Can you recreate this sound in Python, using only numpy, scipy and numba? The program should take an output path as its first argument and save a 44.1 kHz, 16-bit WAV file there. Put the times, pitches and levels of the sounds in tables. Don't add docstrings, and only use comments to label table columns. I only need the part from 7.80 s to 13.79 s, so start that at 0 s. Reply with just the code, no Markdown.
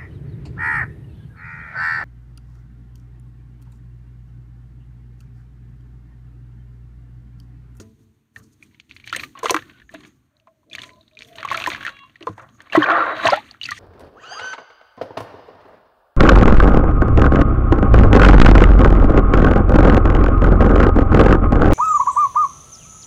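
import sys
import numpy as np
from scipy import signal
from scipy.fft import rfft, irfft
from scipy.io import wavfile
from scipy.ndimage import uniform_filter1d
from numba import njit

SR = 44100
rng = np.random.default_rng(int(sys.argv[2]) if len(sys.argv) > 2 else 0)


def invert_db(level):
    return 10 ** (np.asarray(level, dtype=float) / 20)


def wav_out(sig):
    wavfile.write(sys.argv[1], SR, np.round(np.clip(np.atleast_2d(sig).T, -1, 1) * 32767).astype(np.int16))


N = 264159
PLUNGE_S, LIFT_S = 4.94, 5.65


def level(x, db):
    return x * invert_db(db) / np.sqrt(np.mean(x ** 2))


def colour(x, points):
    hz, db = np.transpose(points)
    log_hz = np.log(np.fft.rfftfreq(4096, 1 / SR) + 1)
    log_gain = np.interp(log_hz, np.log(hz), db) * np.log(10) / 20
    cepstrum = irfft(log_gain)
    cepstrum[1:2048] *= 2
    cepstrum[2049:] = 0
    return signal.fftconvolve(x, irfft(np.exp(rfft(cepstrum))))[:N]


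def walk(rate):
    k = int(SR / rate)
    steps = np.repeat(rng.standard_normal(N // k + 1), k)
    return 2.2 * uniform_filter1d(uniform_filter1d(steps, k), k)[:N]


def patchy(x, edges_hz, rate, depth_db):
    below = []
    for hz in edges_hz:
        below.append(signal.sosfiltfilt(signal.butter(3, hz, fs=SR, output="sos"), x))
    parts = np.diff([0 * x, *below, x], axis=0)
    return sum(part * invert_db(depth_db * walk(rate)) for part in parts)


@njit
def ring(start, hz, size, t60, rise, glide, phase):
    out = np.zeros(N)
    for k in range(len(start)):
        first, p, length = max(int(start[k] * SR), 0), phase[k], t60[k] * SR
        step = 2 * np.pi * hz[k] / SR
        fade, swell = 1000 ** (-1 / length), np.exp(-1 / (rise[k] * SR))
        left, closed = size[k], 1.
        for i in range(min(int(.6 * length), N - first)):
            p += step * (1 + glide[k] * i / length)
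            left, closed = left * fade, closed * swell
            burst = 1 - i / (.6 * length)
            out[first + i] += left * (1 - closed) * burst * np.sin(p)
    return out


def swarm(count, low_hz, high_hz, cycles, scatter_db, glide):
    when, pitch, size, life, phase = rng.random((count, 5)).T
    hz = low_hz * (high_hz / low_hz) ** pitch
    t60 = cycles * (.5 + life) / hz
    loud = invert_db(-scatter_db * np.log(1 - .97 * size))
    sound = ring(when * N / SR, hz, loud, t60, 0.43 / hz, glide * np.ones(count), 2 * np.pi * phase)
    return level(sound, 0)


# start t/s, length t/s, crumb patter level/dB, fine sand level/dB, trapped air level/dB
SHOWERS = [(0, 0.0021, -53, -49.5, -48), (0.193, 0.043, -115, -66, -73), (0.572, 0.01, -63, -55.5, -49.5),
           (0.584, 0.16, -89, -59, -73), (0.81, 0.053, -63, -65, -69), (0.914, 0.13, -63, -72, -94),
           (1.1, 0.17, -56, -61.5, -71), (1.27, 0.026, -39.5, -50, -79), (1.333, 0.1, -36, -41, -44),
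           (1.571, 0.037, -46.5, -60, -43), (1.644, 0.13, -39, -42, -37), (1.79, 0.21, -53, -70, -58),
           (2.116, 0.16, -53.5, -58.5, -53), (2.282, 0.32, -87, -98, -72),
           (2.938, 0.12, -45.5, -48.5, -54.5), (3.077, 0.32, -73.5, -78.5, -73.5),
           (3.395, 0.16, -55.5, -59.5, -63.5), (3.576, 0.13, -43.5, -54.5, -43),
           (3.708, 0.076, -36, -44, -34.5), (3.793, 0.13, -35, -43, -35), (3.953, 0.16, -43, -53, -42.5),
           (4.114, 0.27, -60, -69.5, -62), (4.409, 0.03, -56, -65.5, -52.5),
           (4.462, 0.074, -61.5, -54.5, -49), (4.582, 0.052, -62, -62.5, -38.5),
           (4.67, 0.082, -67.5, -66, -59), (4.788, 0.13, -55.5, -69.5, -50)]
STIRS = [
    (4.935, 0.058, -32.5, -43.5, -29.5),
    (5.003, 0.11, -49, -69, -18),
    (5.08, 0.1, -45, -61.5, -14),
    (5.191, 0.058, -39.5, -60, -17.5),
    (5.266, 0.056, -43.5, -61, -19),
    (5.36, 0.15, -36, -52.5, -28.5),
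    (5.44, 0.043, -26, -36, -18.5),
    (5.508, 0.056, -30, -50, -35),
    (5.576, 0.13, -51.5, -61, -70),
    (5.829, 0.26, -45, -50.5, -64),
]
# level/dB of patter, sand, air
CALM_DB = [-91, -82.5, -82]
ONSET_DB_PER_S, SAG_DB_PER_S, FADE_DB_PER_S = 898, 8, 326.5
TAIL_DB, TAIL_DB_PER_S = -21.5, 81.5


def activity():
    t = np.arange(0, N / SR + .002, .002)
    s, length, *layers = np.transpose(SHOWERS + STIRS)[:, :, None]
    after = np.maximum(t - s - length, 0)
    shape_db = -ONSET_DB_PER_S * np.maximum(s - t, 0)
    shape_db -= SAG_DB_PER_S * (np.clip(t - s, 0, length) - length / 2)
    shape_db += np.maximum(-FADE_DB_PER_S * after, TAIL_DB - TAIL_DB_PER_S * after)
    levels = []
    for db, calm_db in zip(layers, CALM_DB):
        power = invert_db(2 * calm_db) + invert_db(2 * (db + shape_db)).sum(axis=0)
        levels.append(np.interp(np.arange(N) / SR, t, 10 * np.log10(power)))
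    return levels


def noise_gate(sand_db, air_db):
    drive_db = 0.4639 * (sand_db - CALM_DB[1]) + 0.1148 * (air_db - CALM_DB[2])
    keep = np.exp(-1 / (0.089 * SR))
    slow_db = signal.lfilter([1 - keep], [1, -keep], drive_db, zi=[drive_db[0]])[0]
    return np.maximum(drive_db, slow_db)


# f/Hz, level/dB (per Hz)
RUMBLE = [(25, -21), (90, -8), (135, -6.5), (165, -19.5), (215, -11), (320, -13), (400, -23.5),
          (600, -44.5)]


def outdoor_rumble(open_db):
    noise = colour(rng.standard_normal(N), RUMBLE)
    noise = level(patchy(noise, (60, 150, 260), rate=6, depth_db=1.5), 0)
    return noise * invert_db(-65 + open_db + walk(14))


# f/Hz, level/dB (per Hz)
HISS = [(300, -20.5), (800, -1), (2000, -4.5), (5000, -13.5), (14000, -10)]


def phone_hiss(open_db):
    return level(colour(rng.standard_normal(N), HISS), -75) * invert_db(0.072 * open_db)


# f/Hz, level/dB with the gate shut
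MOTOR = [(100, -69.5), (220, -72.5), (440, -79.5), (660, -92.5), (1000, -97)]


def far_motor(open_db):
    t, out = np.arange(N) / SR, np.zeros(N)
    near = np.clip((0.79 - t) / .15, 0, 1)
    near = near * invert_db(1.33 * open_db + 8.4 * np.exp(-t / 0.22))
    for hz, db in MOTOR:
        waver = 0.79 + 0.28 * (walk(30.3) + 1j * walk(28.8))
        out += near * invert_db(db) * np.imag(waver * np.exp(2j * np.pi * hz * t))
    return out


# t/s, f/Hz, peak level/dB, ring t60/ms
FIRST_CRUMBS = [(0.0005, 273, -31, 17), (0.5622, 1820, -34.5, 25), (0.6, 119, -41, 180),
                (0.827, 2445, -42, 22), (0.9463, 2180, -50, 9.7), (1.096, 2870, -45, 4.2),
                (1.112, 2420, -32, 8.8), (1.1652, 2300, -33, 5.7), (1.2752, 2300, -36, 21),
                (1.328, 3020, -24.5, 8.3), (1.3284, 1400, -18.5, 24.4), (1.3489, 1795, -23.5, 26),
                (1.3624, 503, -29.5, 29), (1.3629, 1960, -25, 11), (1.364, 8560, -32, 35),
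                (1.3969, 2500, -25.5, 13), (1.4339, 1224, -36, 58), (1.4366, 2260, -25.5, 11), ]
SCATTERED_DROPS = [(1, 3500, -44, 5.5), (1.242, 2370, -40.5, 20), (1, 2500, -35.5, 8), (1.297, 4600, -31, 6),
                   (1.2, 2400, -42, 8), (1.592, 1800, -47, 9.4), (1.645, 3200, -33.5, 5),
                   (1.685, 2900, -26.5, 6), (1.79, 1700, -32, 12), (2.6, 2800, -55, 6), (1.7, 3800, -55, 6),
                   (2.9, 4030, -47, 6), (2.236, 3200, -47, 9.6), (3.874, 323, -21, 27.5),
                   (4.69, 2980, -48.5, 5.1), (4.409, 337, -36, 56), (4.427, 318, -36, 50), (3.6, 654, -43.5, 73),
                   (3.677, 1180, -27, 13), (5.8, 3000, -59, 8), (5.4, 350, -45.5, 48), (1.575, 1100, -49.5, 72),
                   (5.225, 1200, -18.5, 36), (5.291, 1110, -22.5, 40), (4.297, 2810, -52.5, 14),
                   (4.169, 2400, -43, 14), (3, 2260, -46, 14), (2.206, 3000, -53, 8), (2.25, 1700, -51, 22),
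                   (2, 1850, -50, 23), (1.4, 1300, -56, 13), (5.116, 3300, -26, 11), (5.398, 2100, -34, 10),
                   (2, 38, -44, 150)]
CLODS = [(1.553, 1120, -40, 58), (1.6312, 476, -27, 71), (1.6317, 1030, -25, 70), (1.6424, 475, -15, 25),
         (1.6586, 1200, -7.5, 8.2), (1.6576, 480, -22, 53), (1.6573, 3100, -17.5, 2.9),
         (1.6969, 1028, -13, 60), (1.697, 2400, -5.5, 3.2), (1.708, 413, -6, 18), (1.7085, 6300, -10, 2.3),
         (1.7183, 485, -26, 190), (1.745, 321.7, -23, 92), (1.745, 1090, -4.5, 10),
         (1.7656, 1310, -7.5, 7.4), (1.823, 1795, -46.5, 62), (1.898, 1807, -40.5, 13),
         (2.0186, 1766, -47, 35), (2.0931, 1775, -41.5, 37), (2.14, 650, -36, 50), (2.1448, 301, -35.5, 86),
         (2.1475, 1500, -28.5, 6.7), (2.6725, 1048, -46, 50), ]
TRICKLE = [(2.569, 4020, -58.5, 12), (2.677, 656, -53, 91), (2.832, 1006, -61.5, 41),
           (3.036, 1357, -43, 26), (3.104, 4100, -57, 8), (3.1344, 4100, -55, 11), (3.1588, 4000, -66, 9),
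           (3.2297, 3690, -61, 10), (3.2803, 3800, -49.5, 8), (3.3135, 2480, -57.5, 10),
           (3.3342, 3770, -56.5, 7.7), (3.3524, 3730, -52, 8), (3.3911, 3770, -32, 3.7),
           (3.4484, 3470, -43, 7), (3.486, 3470, -52, 6.2), (3.528, 3300, -55, 6.1),
           (3.557, 3040, -36, 4.8), (3.607, 3510, -52, 6.4)]
SECOND_CRUMBS = [(2.9139, 2480, -46, 82), (2.932, 3440, -33, 25), (2.9519, 2390, -21, 6.6),
                 (2.9844, 1900, -28, 14.6), (2.991, 2970, -34, 17), (3.019, 3580, -29.5, 8.5),
                 (3.035, 2270, -31.5, 5.9), (3.093, 2030, -37, 7.6), (3.2106, 3900, -52.5, 23),
                 (3.3717, 2466, -40, 32), (3.4083, 2340, -33, 8.5), (3.4222, 2230, -25, 2.8), ]
POUR = [(3.584, 1840, -35.5, 25), (3.6305, 1370, -19.5, 6.8), (3.65, 1120, -20.5, 31),
        (3.6879, 2370, -23.5, 9.7), (3.715, 1097, -15, 34), (3.7181, 2260, -23, 3.4),
        (3.7266, 1640, -17.5, 7.3), (3.744, 1810, -20, 11), (3.7465, 1340, -17, 17),
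        (3.7756, 2390, -18.5, 9), (3.821, 2630, -27, 14), (3.863, 1824, -14.5, 15), (3.874, 1012, -17, 41),
        (3.9028, 2200, -18, 3.5), (3.9177, 2040, -23.5, 17), (3.949, 1620, -20, 9.6),
        (4.0509, 1820, -24.5, 36), (4.0664, 1600, -14, 7.6), (4.08, 1410, -23.5, 31),
        (4.2341, 1050, -49.5, 310), ]
GRIT = [(3.704, 2120, -23, 7.6), (3.801, 2540, -24, 6.4), (3.811, 1040, -33, 20), (3.841, 2540, -18, 7),
        (3.93, 3520, -30, 4.9), (3.936, 2270, -22, 7.3), (3.962, 2000, -27, 6.8), (3.978, 1080, -34, 12),
        (4.009, 1490, -25.5, 8), (4.029, 1600, -27, 8.3), (4.093, 1700, -24, 6.3), (4.168, 1640, -44, 9.4),
        (4.191, 2190, -41, 10)]
DEEP = [
    (3.754, 658, -34, 48),
    (3.775, 652, -28.5, 50),
]
STRAGGLERS = [(4.3578, 1910, -41, 17), (4.408, 1450, -51, 4.5), (4.4272, 2840, -33, 10.6),
              (4.4703, 479, -24.5, 82), (4.4714, 1036, -19.5, 57), (4.485, 321, -28.5, 58),
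              (4.492, 108, -29, 130), (4.5801, 880, -35, 19), (4.5972, 1377, -37.5, 35),
              (4.805, 1800, -34, 13), (4.9, 2320, -39.5, 26), (4.924, 2780, -32, 50),
              (4.933, 1730, -20.5, 13), ]
SLOSH = [(4.9512, 640, 1, 17), (4.9506, 1924, -12, 10), (4.9599, 1965, -18.5, 48),
         (4.9678, 1090, -13.5, 33), (4.969, 130, -18, 170), (4.975, 318, -2.5, 40),
         (5.021, 1790, -16.5, 46), (5.024, 1100, -18.5, 63), (5.0302, 3190, -22, 24),
         (5.0605, 2420, -23, 24), (5.1199, 693.6, -19, 160), (5.1158, 1328, -10.5, 38),
         (5.1782, 800, -14.5, 37), (5.436, 1840, -19.5, 13), (5.46, 120.7, -24.5, 170),
         (5.446, 276, -25, 120), (5.4535, 670, -3.5, 29), (5.4562, 3967, -14, 8.3),
         (5.4695, 1753, -1.5, 6.7), (5.47, 2910, -4.5, 4.5), (5.4721, 667, -12, 42), (5.4868, 963, -7, 42),
         (5.5027, 4754, -18.5, 15), (5.522, 573, -12.5, 99), (5.5304, 740, -5.5, 24.5),
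         (5.5281, 1349, -19, 75), (5.5398, 1857, -14.5, 16), (5.5739, 814, -23, 52), ]
BURPS = [(5.041, 1583, -10.5, 20), (5.077, 1450, -26, 24), (5.099, 1423, -6.5, 14), (5.1, 326, -24, 100),
         (5.138, 1370, -20, 35), (5.151, 1198, -14.5, 43), (5.18, 1280, -16, 22), (5.205, 1380, -17.5, 124),
         (5.24, 1890, -24, 21), (5.28, 319.9, -33, 55), (5.318, 627, -26, 64), (5.369, 640, -33.5, 90),
         (5.398, 1500, -25.5, 25), (5.715, 755, -49.5, 21), (5.742, 1880, -46, 14), (5.836, 3010, -32, 39),
         (5.864, 2620, -33, 23), (5.888, 1426, -33.5, 47), (5.89, 2530, -35, 15), (5.909, 4400, -31, 12),
         (5.978, 1900, -36, 18)]
DRIPS = [(5.712, 4570, -34.5, 12), (5.747, 1350, -42, 16), (5.8142, 2880, -27.5, 32),
         (5.8332, 3890, -26, 11), (5.84, 4630, -28, 17), (5.8543, 2680, -29.5, 29),
         (5.858, 4840, -24.5, 13), (5.8896, 2010, -28, 55), (5.9104, 5790, -22.5, 2.3),
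         (5.9191, 1900, -20.5, 15.5), (5.916, 1207, -27.5, 50)]
BUBBLES = (FIRST_CRUMBS + CLODS + SECOND_CRUMBS + POUR + STRAGGLERS + SLOSH + DRIPS
           + DEEP + TRICKLE + GRIT + BURPS + SCATTERED_DROPS)


def plops():
    s, hz, db, t60_ms = np.transpose(BUBBLES)
    c = rng.random((len(s), 4, 8))
    turn, each = 2 * np.pi, np.ones(len(s))
    t60 = np.clip(t60_ms, 3, 150) * 0.0014
    loud, hit = invert_db(db + 9.5), s - .0008
    stirred = (s > PLUNGE_S) & (s < LIFT_S)
    large = hz < 720
    rise = np.where(stirred | large, 1.6, .9) / hz
    glide = np.where(stirred & (s > 5.48), .42, .1)
    main = ring(hit, hz * .98, loud, t60, rise, glide, turn * c[:, 0, 0])
    twin_hz = hz * (.9 + 0.24 * c[:, 0, 2])
    twin = loud * invert_db(np.where(large, -11., -6.))
    main += ring(s + .002 * c[:, 0, 1], twin_hz, twin, 0.53 * t60, 0.74 / hz, 0.22 * c[:, 0, 3],
                 turn * c[:, 0, 4])
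    chirp = loud * invert_db(np.where(stirred, -20., -9.))
    click = ring(hit, np.minimum(1.5 * hz, 5000), chirp, 0.0022 * each, 0.000058 * each, -.95 * each, 0 * each)
    slap = loud * invert_db(np.where(stirred, -25., -6.))
    click += ring(hit, 3200 * each, slap, 0.00065 * each, .00004 * each, -.5 * each, 0 * each)
    click = invert_db(2.0) * signal.sosfilt(signal.butter(2, 950, "high", fs=SR, output="sos"), click)
    later = .011 * c[:, 2]
    small_hz = np.minimum(hz[:, None] * 1.029 * 2.3 ** c[:, 1], 9000).ravel()
    small = (loud[:, None] * invert_db(-7.0 - 430 * later - 19.5 * c[:, 3])).ravel()
    cluster = ring((s[:, None] + later).ravel(), small_hz, small, 18 / small_hz, 0.48 / small_hz,
                   -.2 + 0 * small, turn * c[:, 3].ravel())
    echo = np.roll(click + cluster, int(0.003 * SR))
    return main + click + cluster + invert_db(-9.0) * echo


def clumps(rate):
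    hits = (rng.random(N) < rate / SR) * invert_db(2.9 * np.clip(rng.standard_normal(N), -2, 1) - 17.5)
    hits[(np.array(BUBBLES)[:, 0] * SR).astype(int)] = 1
    burst = signal.fftconvolve(hits, np.exp(-np.arange(1500) / SR / 0.0049))[:N]
    return level(0.23 + np.minimum(burst, 1.3), 0)


def crumb_patter(patter_db, surge):
    bubbles = swarm(count=10000, low_hz=1690, high_hz=4380, cycles=24, scatter_db=2.4, glide=0.079)
    return bubbles * surge * invert_db(patter_db - 1.0)


# f/Hz, level/dB
GUSH = [(250, -24.5), (330, -16), (400, -24), (530, -8.5), (670, -7), (850, -11), (1100, 1), (1380, 0),
        (1900, -4), (2400, -19), (4400, -36), (7000, -70)]


def trapped_air(air_db, surge):
    gurgle = swarm(count=18000, low_hz=273.7, high_hz=4314, cycles=32, scatter_db=3.0, glide=0.25)
    froth = invert_db(2.5) * rng.standard_normal(N)
    air = patchy(colour(gurgle + froth, GUSH), (450, 850, 1250, 1700, 2400), rate=14, depth_db=1.1)
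    return level(air, -1.6) * invert_db(air_db) * surge ** 0.7


# f/Hz, level/dB (per Hz)
SPRAY = [(3000, -28), (5000, 0.5), (9000, -2.5), (13000, -5.5), (16000, -11.5)]


def fine_sand(sand_db, surge):
    grains = rng.standard_normal(N) * invert_db(1.8 * rng.exponential(size=N) + 2.7 * walk(70))
    spray = level(colour(grains, SPRAY), -3.8) * invert_db(sand_db) * surge ** 0.31
    return patchy(spray, (5100, 6200, 7500, 10500), rate=11, depth_db=2.4)


@njit
def walls(x, lags, gain, damp):
    line, soft, out = np.zeros((6, 1024)), np.zeros(6), np.zeros(len(x))
    for i in range(len(x)):
        total = 0.
        for k in range(6):
            soft[k] += (1 - damp) * (gain[k] * line[k, (i - lags[k]) & 1023] - soft[k])
            total += soft[k]
            out[i] += soft[k] * (1 - 2 * (k % 2))
        for k in range(6):
            line[k, i & 1023] = x[i] + soft[k] - total / 3
    return out


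def tub_echo(water):
    lags = np.array([113, 173, 257, 349, 487, 641])
    return invert_db(-17) * walls(water, lags, invert_db(-60 * lags / SR / 0.15), 0.86)


# t/s, peak level/dB
TICKS = [(0.56, -38.5), (1.275, -28.5), (1.326, -22.5), (1.3617, -10), (1.4318, -35.5), (1.59, -25.5),
         (1.632, -19.5), (1.6573, -21.5), (1.7065, 2), (1.744, -11), (1.764, -24.5), (2.14, -30.5),
         (2.935, -44), (2.9513, -22.5), (3.02, -30.5), (3.034, -30), (3.5583, -35.5), (3.651, -25.5),
         (3.716, -25), (3.731, -22), (3.77, -17), (3.8711, -13), (4.05, -26.5), (4.47, -45), (4.818, -36),
         (4.93, -28.5), (4.9634, -19), (5.1, -42), (5.121, -37), (5.169, -44), (5.26, -42), (5.443, -36),
         (5.463, -17), (5.5383, -28.5), (5.56, -24), (5.885, -27), (5.9073, -19.5)]


def ticks():
    s, db = np.transpose(TICKS)
    hits = np.zeros(N)
    hits[(s * SR).astype(int)] = invert_db(db)
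    age = np.arange(4000) / SR
    shape = (1 + invert_db(-6.5)) * np.exp(-age / 0.0025) * (1 - np.exp(-age / 0.0011))
    fizz = level(colour(rng.standard_normal(N), SPRAY), -8.0)
    return signal.fftconvolve(hits, shape)[:N] * fizz


def blurred_tone(start, end, hz, db, blur_hz, steady):
    t = np.arange(N) / SR
    fade = np.clip(np.minimum(t - start + 0.051, end - t) / 0.061, 0, 1)
    waver = steady + .5 * (walk(blur_hz) + 1j * walk(blur_hz))
    return fade * invert_db(db) * np.imag(waver * np.exp(2j * np.pi * hz * t))


# start t/s, end t/s, f/Hz, level/dB, blur f/Hz
HUMS = [(2.545, 2.9, 620, -68.5, 130), (3.013, 3.227, 1015, -52.5, 90), (0.915, 0.99, 980, -67, 70),
        (2.91, 3.244, 630, -55, 140), (3.304, 3.55, 625, -62, 67), (3.5, 3.8, 665, -47.5, 120),
        (2.88, 3.19, 330, -56.5, 480), (3.38, 3.65, 450, -56, 140), (2.14, 2.33, 270, -48, 280),
        (2.07, 2.36, 6800, -70, 1500), (5.09, 5.26, 1400, -22, 150), (4.76, 4.8, 6600, -61, 900),
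        (1.79, 2.06, 1500, -59.5, 200), (3.06, 3.36, 4000, -71.5, 1400)]


def soft_hums():
    return sum(blurred_tone(*hum, steady=.12) for hum in HUMS)


# start t/s, end t/s, level/dB
HORN = [
    (3.967, 4.292, -52.5),
]
# multiple of the pitch, level/dB
HORN_ORDERS = [(2, 0.5), (3, -6), (4, -12), (5, -2), (6, -7.5), (7, -15)]
# start t/s, end t/s, f/Hz, level/dB
WHISTLE = (5.19, 5.5, 3860, -49)


def far_horn():
    out = blurred_tone(*WHISTLE, blur_hz=60, steady=1.3)
    for start, end, db in HORN:
        for multiple, rel_db in HORN_ORDERS:
            out += blurred_tone(start, end, multiple * 554, db + rel_db, blur_hz=60, steady=1.15)
    return out


def scene():
    patter_db, sand_db, air_db = activity()
    open_db = noise_gate(sand_db, air_db)
    surge = np.where(np.arange(N) / SR < PLUNGE_S, clumps(rate=110), invert_db(.6 * walk(50)))
    water = plops() + ticks() + crumb_patter(patter_db, surge)
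    water += trapped_air(air_db, surge) + fine_sand(sand_db, surge)
    outdoors = outdoor_rumble(open_db) + far_motor(open_db) + soft_hums() + far_horn()
    return (water + tub_echo(water) + outdoors + phone_hiss(open_db))[None]


# f/Hz, level/dB
MIC = [(20, -18.5), (60, -3.5), (4400, 1), (5050, -7.5), (6500, 3.5), (7550, -6.5), (8900, -2),
       (10400, -10.5), (12500, -5.5), (15300, -5.5), (16200, -33)]


def microphone(dry):
    return 0.78 * np.tanh(colour(dry[0], MIC)[None] / 0.9)


def band_limit(x):
    return signal.sosfilt(signal.butter(12, 16340, fs=SR, output="sos"), x)


def record(dry):
    mix = microphone(dry)
    return band_limit(mix)


dry = scene()
out = record(dry)
wav_out(out)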